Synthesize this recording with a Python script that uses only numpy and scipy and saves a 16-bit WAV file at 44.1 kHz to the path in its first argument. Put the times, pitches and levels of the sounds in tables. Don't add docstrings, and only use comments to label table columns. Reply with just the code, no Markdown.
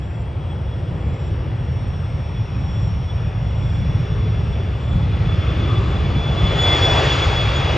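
import sys
import numpy as np
from scipy import signal
from scipy.fft import rfft, irfft, next_fast_len
from scipy.io import wavfile
from scipy.ndimage import uniform_filter1d

SR = 44100
rng = np.random.default_rng(int(sys.argv[2]) if len(sys.argv) > 2 else 0)


def to_wav(s):
    ch = np.atleast_2d(s).T
    pcm = np.round(np.clip(ch, -1, 1) * 32767)
    wavfile.write(sys.argv[1], SR, pcm.astype(np.int16))


N = 342657
FRAME, HOP = 2048, 512
TIME = np.arange(N) / SR
FRAME_TIME = np.arange(N // HOP + 5) * HOP / SR
BIN_HZ = np.fft.rfftfreq(FRAME, 1 / SR)
BLADES = 36

# (time [s], frequency [Hz])
BLADE_PITCH = [(0, 3340), (1, 3362), (2, 3388), (3, 3406), (4, 3426), (5, 3435), (5.7, 3443), (6.15, 3424),
               (6.45, 3410), (6.88, 3412), (7.22, 3394), (7.36, 3380), (7.77, 3365)]
# (time [s], level [dB])
WHINE_LEVEL = [(0, -58.5), (2.2, -57), (3.4, -55), (3.7, -49.5), (4.7, -51.5), (5.3, -46), (5.7, -39.5),
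               (5.85, -47.5), (6.1, -40.5), (6.2, -36.5), (6.56, -31), (6.61, -21.5), (6.9, -20.5),
               (6.96, -33), (7.13, -31.5), (7.27, -33), (7.35, -28), (7.46, -28.5), (7.77, -35.5)]
# (time [s], level change [dB])
RUMBLE_FLUTTER = [(.15, -4), (.2, 2.5), (.43, -1.5), (1.07, 4.5), (1.18, -10.5), (1.31, 3.5), (2.25, -3),
                  (2.4, 2.5), (2.47, -9), (2.57, 2), (2.83, 4), (3.27, 3), (3.32, -5), (3.71, 1),
                  (4.08, -10), (4.81, -2.5), (4.96, 6.5), (5.32, 0.5), (5.55, -5.5), (5.7, 2.5),
                  (5.79, 4.5), (6.17, 3.5), (6.24, -7.5), (6.45, 6.5), (6.77, -6), (6.82, 4.5),
                  (7.24, -5.5), (7.29, 1)]
RUMBLE_FLUTTER_WIDTH_S = 0.019
# (frequency [Hz], side level re mid [dB])
STEREO_WIDTH = [(60, -21.5), (130, -20), (210, -15.5), (370, -15), (600, -11), (920, -8.5), (1450, -8),
                (1900, -12), (2300, -23), (2700, -16), (3300, -13.5), (4200, -12.5), (5200, -32),
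                (7000, -26), (9000, -10)]


def from_db(db):
    return 10 ** (np.asarray(db) / 20)


def unit(x):
    return x / np.sqrt(np.mean(abs(x) ** 2) + 1e-20)


def curve(rows, t, axis=1):
    rows = np.asarray(rows)
    return np.interp(t, rows[:, 0], rows[:, axis])


def colour(points, hz=BIN_HZ):
    f, value = np.transpose(points)
    return np.interp(np.log(hz + 1), np.log(f + 1), value)


def lobe(t, at, width):
    return np.exp(-((t - at) / width) ** 2)


def swings(rows, width_s):
    return sum(db * lobe(TIME, at_s, width_s) for at_s, db in rows)


def surges(rate_hz):
    size = next_fast_len(N)
    ratio = np.fft.rfftfreq(size, 1 / SR) / rate_hz
    band = ratio ** 2 / (1 + ratio ** 2) ** 3
    return unit(irfft(rfft(rng.standard_normal(size)) * band, size)[:N])


def flutter(width_hz):
    hz = np.fft.fftfreq(next_fast_len(N), 1 / SR)
    z = rng.standard_normal(len(hz)) + 1j * rng.standard_normal(len(hz))
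    return unit(np.fft.ifft(z / (1 + (2 * hz / width_hz) ** 2))[:N])


def steadied(x, size):
    power = np.atleast_2d(abs(x) ** 2).mean(0)
    smooth_power = uniform_filter1d(uniform_filter1d(power, size=size), size=size)
    return x / np.sqrt(smooth_power + 1e-12)


def ports(hz):
    # (frequency [Hz], phase [rad])
    left_lead = [(60, 0), (200, .1), (430, .35), (780, .85), (1290, .55), (1680, -1.0), (2150, -.2),
                 (3100, .75), (3500, .5), (4600, 0)]
    # (frequency [Hz], level difference [dB])
    left_balance = [(150, 0), (450, 1.3), (800, 3.5), (1100, 6.3), (1600, 8.8), (1800, 3), (2200, -.4),
                    (2750, -1.6), (3400, -.2), (4500, 0)]
    half = from_db(colour(left_balance, hz) / 2) * np.exp(.5j * colour(left_lead, hz))
    pair = np.array([half, 1 / half])
    return pair / abs(pair.mean(0))


def turbulence(spectrum, level_db, patchy_db, tilt_db=0):
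    a, b, c, d, patches = rng.standard_normal((5, len(FRAME_TIME), len(BIN_HZ)))
    patches = uniform_filter1d(patches, size=16, axis=0)
    patches = unit(uniform_filter1d(patches, size=9, axis=1))
    mid = a + 1j * b
    side = from_db(colour(STEREO_WIDTH)) * (c + 1j * d)
    z = np.array([mid + side, mid - side]) * ports(BIN_HZ)[:, None]
    z *= unit(from_db(colour(spectrum)))
    z *= from_db(level_db[:, None] + patchy_db * patches + tilt_db)
    sound = signal.istft(z.transpose(0, 2, 1), nperseg=FRAME, noverlap=FRAME - HOP)[1]
    return sound[:, :N] * np.sqrt(3 / FRAME)


def tone(hz, envelope):
    carrier = np.exp(2j * np.pi * np.cumsum(hz) / SR)
    return np.sqrt(2) * (ports(hz) * envelope * carrier).real


def nearness(t):
    # (time [s], level [dB])
    engine_loudness = [(0, -49.5), (1.3, -46.5), (1.8, -47), (3.4, -45), (4.05, -42.5), (4.9, -43),
                       (5.5, -37), (6.28, -36.5), (6.76, -26), (7.1, -25.5), (7.45, -29.0), (7.77, -29.5)]
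    return curve(engine_loudness, t) - max(db for _, db in engine_loudness)


def follow(law, t):
    loudest_db, slope = law
    return loudest_db + slope * nearness(t)


def fan_beam():
    return lobe(TIME, at=6.72, width=0.15)


def insects():
    # (frequency [Hz], relative density [dB])
    meadow_colour = [(3000, -20.5), (4500, -8), (5150, 5.5), (5700, 6.5), (6200, -12), (6900, -22),
                     (7500, -3), (8400, -1.5), (8900, -11.5), (9400, -6), (10200, -19.5)]
    # (start [s], end [s], frequency [Hz], level at the end [dB])
    chirrs = [(-.3, 0.243, 7520, -65.5), (.3, .56, 7950, -72), (.8, 1.305, 7540, -63.5),
              (1.85, 2.118, 7980, -70), (2.398, 2.9, 7540, -65), (3.303, 3.803, 7540, -64),
              (4.25, 4.55, 7950, -72), (4.55, 4.97, 7500, -66), (5.5, 5.96, 7560, -64.5)]
    sound = turbulence(meadow_colour, np.full(len(FRAME_TIME), -67.), patchy_db=3.0)
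    scrape = flutter(width_hz=200)
    for start_s, end_s, hz, db in chirrs:
        swell = np.interp(TIME, [start_s, end_s - .02, end_s], [0, 1, 0]) ** 1.2
        chirr = (scrape * np.exp(2j * np.pi * hz * TIME)).real
        sound += np.sqrt(2) * from_db(db) * swell * chirr
    return sound


def tick():
    age_s = TIME - 1.879
    decay = (age_s > 0) * np.exp(-abs(age_s) / 0.0037)
    return tone(np.full(N, 7900.), from_db(-54) * decay * flutter(width_hz=1500))


def whistle():
    # (time [s], level [dB])
    whistle_level = [(0, -69), (.16, -68), (.25, -80), (.55, -72), (.8, -71), (1.08, -79), (1.21, -61),
                     (1.44, -65), (1.53, -70), (1.74, -60.5), (1.95, -59), (2.2, -61.5), (2.9, -55),
                     (3.3, -61), (3.95, -57), (4.6, -61.5), (4.9, -71), (5.35, -64.5)]
    pitch_hz, gain_db, sink_db_per_s = 5551., 3, 9
    sinking_db = -sink_db_per_s * np.maximum(TIME - whistle_level[-1][0], 0)
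    strength = from_db(curve(whistle_level, TIME) + gain_db + sinking_db)
    waver = unit(1 + 0.26 * flutter(width_hz=24))
    sizzle = 0.36 * flutter(width_hz=860)
    return tone(np.full(N, pitch_hz), strength * (waver + sizzle))


def growls():
    # (time [s], half length [s], centre frequency [Hz], level [dB])
    growl_bursts = [(5.503, 0.036, 1200, -41), (5.73, 0.043, 1190, -35), (5.827, .03, 1120, -39.5)]
    width_hz = 146
    shaft_hz = curve(BLADE_PITCH, TIME) / BLADES
    sound = 0
    for order in range(10, 16):
        hz = order * shaft_hz
        bursts = 0
        for at_s, half_s, centre_hz, db in growl_bursts:
            bursts = bursts + from_db(db) * lobe(TIME, at_s, half_s) * lobe(hz, centre_hz, width_hz)
        sound = sound + tone(hz, bursts * steadied(flutter(width_hz=82), size=1800))
    return sound


def fan_hiss():
    # (frequency [Hz], relative density [dB])
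    hiss_colour = [(700, -30.5), (1400, -3), (1900, -1.5), (2700, 2), (3200, -0.5), (3600, -2.5),
                   (4100, -7), (5000, -8), (5900, -16), (6900, -19), (7700, -27.5), (8600, -33.5),
                   (9100, -51), (9700, -64)]
    # (level at loudest engines [dB], slope [dB per dB of engine level])
    hiss_law = (-26, 0.88)
    # (tilt at loudest engines [dB], slope [dB per dB of engine level])
    clearness_law = (.2, 0.4)
    absorption = colour([(1900, 0), (2600, 0.32), (3500, 0.59), (4500, 1.0), (6500, 1.0), (9000, 2.0)])
    tilt_db = follow(clearness_law, FRAME_TIME)[:, None] * absorption
    return turbulence(hiss_colour, follow(hiss_law, FRAME_TIME), patchy_db=1.47, tilt_db=tilt_db)


def shaft_tones():
    shaft_orders = [7, 14, 20, 22, 24, 26, 33, 35, 39, 46]
    shaft_levels = [-13, -20, -15, -13.5, -17.5, -22.5, -16.5, -11, -23.5, -26]
    # (level at loudest engines, outside the beam [dB], slope [dB per dB of engine level])
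    shaft_law = (-30.5, 1.13)
    beam_db = 9
    hz = curve(BLADE_PITCH, TIME)
    common_db = follow(shaft_law, TIME) + beam_db * fan_beam()
    sound = 0
    for order, db in zip(shaft_orders, shaft_levels):
        sound = sound + tone(hz * order / BLADES, from_db(common_db + db) * flutter(width_hz=21))
    return sound


def far_fan():
    slower_hz, gain_db = 34, -11
    strength = from_db(curve(WHINE_LEVEL, TIME) + gain_db) * (1 - fan_beam())
    return tone(curve(BLADE_PITCH, TIME) - slower_hz, strength * flutter(width_hz=34))


def whine_octave():
    # (time [s], level [dB])
    octave_level = [(0, -92), (5.3, -76), (6.35, -63), (6.55, -57), (6.61, -49.5), (7.17, -54), (7.3, -54),
                    (7.77, -62)]
    # (time [s], level rise [dB])
    octave_beads = [(6.615, 7), (6.755, 8), (6.845, 7), (6.98, 5.5), (7.02, 5), (7.065, 9), (7.145, 14),
                    (7.25, 9), (7.57, 12)]
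    level_db = curve(octave_level, TIME) + swings(octave_beads, width_s=0.027)
    return tone(2 * curve(BLADE_PITCH, TIME), from_db(level_db) * steadied(flutter(width_hz=44), size=1700))


def fan_whine():
    # (time [s], level change [dB])
    air_flares = [(.51, 10.5), (.73, 8), (1.15, 8), (1.97, 7), (2.38, 11), (2.7, 11), (2.78, 11), (3.1, 12),
                  (3.95, 5), (4.0, -9), (4.05, 3.5), (4.28, 3), (4.56, 1), (4.92, 4), (5.3, 6), (5.76, 5),
                  (5.82, 0), (5.96, 9.5), (6.12, -7), (6.48, 3.5), (6.79, -10), (6.85, 2.5), (6.99, 10),
                  (7.11, 9.5), (7.23, 7.5), (7.28, -10), (7.52, -10)]
    gain_db, fading_db = .9, 1.1
    far_share, near_share, beam_share = .09, .42, .4
    direct = far_share + near_share * from_db(nearness(TIME)) + beam_share * fan_beam()
    direct = np.clip(direct, 0, 1)
    scattered = unit(flutter(width_hz=29) + 0.89 * flutter(width_hz=38))
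    wandering = np.exp(1j * flutter(width_hz=16).real)
    core = steadied(np.sqrt(direct) * wandering + np.sqrt(1 - direct) * scattered, size=4200)
    core = (1 - direct) * core + direct * steadied(core, size=1300)
    fades_db = fading_db * np.sqrt(1 - direct) * surges(rate_hz=7.3)
    level_db = curve(WHINE_LEVEL, TIME) + gain_db + fades_db + swings(air_flares, width_s=0.023)
    return tone(curve(BLADE_PITCH, TIME), from_db(level_db) * core)


def rasp():
    # (frequency [Hz], relative density [dB])
    rasp_colour = [(600, -27), (950, -14), (1100, 2.5), (1300, 0), (1550, -5.5), (2200, -11), (4500, -61)]
    # (level at loudest engines [dB], slope [dB per dB of engine level])
    rasp_law = (-29.5, 0.89)
    return turbulence(rasp_colour, follow(rasp_law, FRAME_TIME), patchy_db=1.2)


def rush():
    # (frequency [Hz], relative density [dB])
    rush_colour = [(300, -34.5), (500, -1.5), (620, -0.5), (830, -1), (1000, -3.5), (1250, -24.5),
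                   (2500, -64.5)]
    # (time [s], level [dB])
    rush_level = [(0, -43.5), (4.8, -41.5), (5.7, -39), (6.25, -36.5), (6.55, -30.5), (6.76, -26.5),
                  (7.0, -23.5), (7.17, -30.5), (7.3, -28), (7.52, -33), (7.7, -28.5)]
    return turbulence(rush_colour, curve(rush_level, FRAME_TIME), patchy_db=0.87)


def roar():
    # (frequency [Hz], relative density [dB])
    roar_colour = [(140, -25), (240, -3.5), (330, 2.5), (420, 2.5), (510, -1), (600, -3), (720, -24.5),
                   (1500, -66)]
    # (time [s], level [dB])
    roar_level = [(0, -40.5), (.35, -40.5), (.7, -38.5), (1.45, -37), (2.0, -41), (3.2, -41), (4.1, -38.5),
                  (4.55, -38.5), (5.27, -37), (5.5, -34), (5.95, -34), (6.2, -34), (6.75, -27.5),
                  (7.02, -26.5), (7.2, -30.5), (7.5, -32.5), (7.77, -29.5)]
    # (time [s], centre frequency [Hz], height [dB])
    roar_hump = [(3.6, 410, -0.5), (4.3, 420, 4.5), (5.0, 400, -0.5), (5.45, 300, 1), (5.62, 298, 9),
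                 (5.8, 357, 3.5), (5.97, 385, 4.5), (6.1, 340, 1.5), (6.4, 332, 1), (6.7, 402, 2)]
    hump_width_hz = 65
    frames = FRAME_TIME[:, None]
    hump_shape = lobe(BIN_HZ, curve(roar_hump, frames), hump_width_hz)
    hump_db = curve(roar_hump, frames, axis=2) * hump_shape
    return turbulence(roar_colour, curve(roar_level, FRAME_TIME), patchy_db=0.5, tilt_db=hump_db)


def boom():
    # (frequency [Hz], relative density [dB])
    boom_colour = [(120, -24), (165, 5.5), (195, 1), (230, -6), (280, -7), (360, -26), (600, -61)]
    # (time [s], level [dB])
    boom_level = [(0, -40.5), (2.35, -41.5), (2.57, -31.5), (2.85, -38.5), (3.15, -47), (3.8, -33),
                  (4.78, -36.5), (4.98, -32), (5.35, -35), (5.55, -33), (5.9, -33), (6.1, -29.5),
                  (6.35, -28), (6.7, -44), (7.77, -39)]
    churn = steadied(turbulence(boom_colour, np.zeros(len(FRAME_TIME)), patchy_db=0), size=3500)
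    return churn * from_db(curve(boom_level, TIME) + swings(RUMBLE_FLUTTER, RUMBLE_FLUTTER_WIDTH_S))


def rumble():
    # (frequency [Hz], relative density [dB])
    rumble_colour = [(14, -56.5), (25, -31.5), (42, -8.5), (62, -0.5), (105, 1.5), (130, -2.5), (165, -8),
                     (205, -21), (290, -30), (600, -75.5)]
    # (time [s], level [dB])
    rumble_level = [(0, -24.5), (1.7, -21), (2.05, -22.5), (2.5, -22.5), (2.85, -19.5), (3.15, -21.5),
                    (3.8, -18), (4.4, -18), (4.78, -21.5), (5.0, -17.5), (5.4, -17), (6.0, -18),
                    (7.77, -18.5)]
    gain_db, surge_db = .3, .9
    hz = np.fft.rfftfreq(N, 1 / SR)
    mid, side = rfft(rng.standard_normal((2, N))) * from_db(colour(rumble_colour, hz))
    side = side * from_db(colour(STEREO_WIDTH, hz))
    churn = steadied(irfft(np.array([mid + side, mid - side]), N), size=2800)
    uneven_db = surge_db * surges(rate_hz=7) + swings(RUMBLE_FLUTTER, RUMBLE_FLUTTER_WIDTH_S)
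    return churn * from_db(curve(rumble_level, TIME) + gain_db + uneven_db)


def scene():
    surroundings = insects() + tick() + whistle()
    fans = growls() + fan_hiss() + shaft_tones() + far_fan() + whine_octave() + fan_whine()
    exhaust = rasp() + rush() + roar() + boom() + rumble()
    return surroundings + fans + exhaust


def record(dry):
    cutoff_hz = 9700
    lowpass = signal.firwin(511, cutoff_hz, window=("kaiser", 9), fs=SR)
    return signal.oaconvolve(dry, lowpass[None], "same")


dry = scene()
out = record(dry)
to_wav(out)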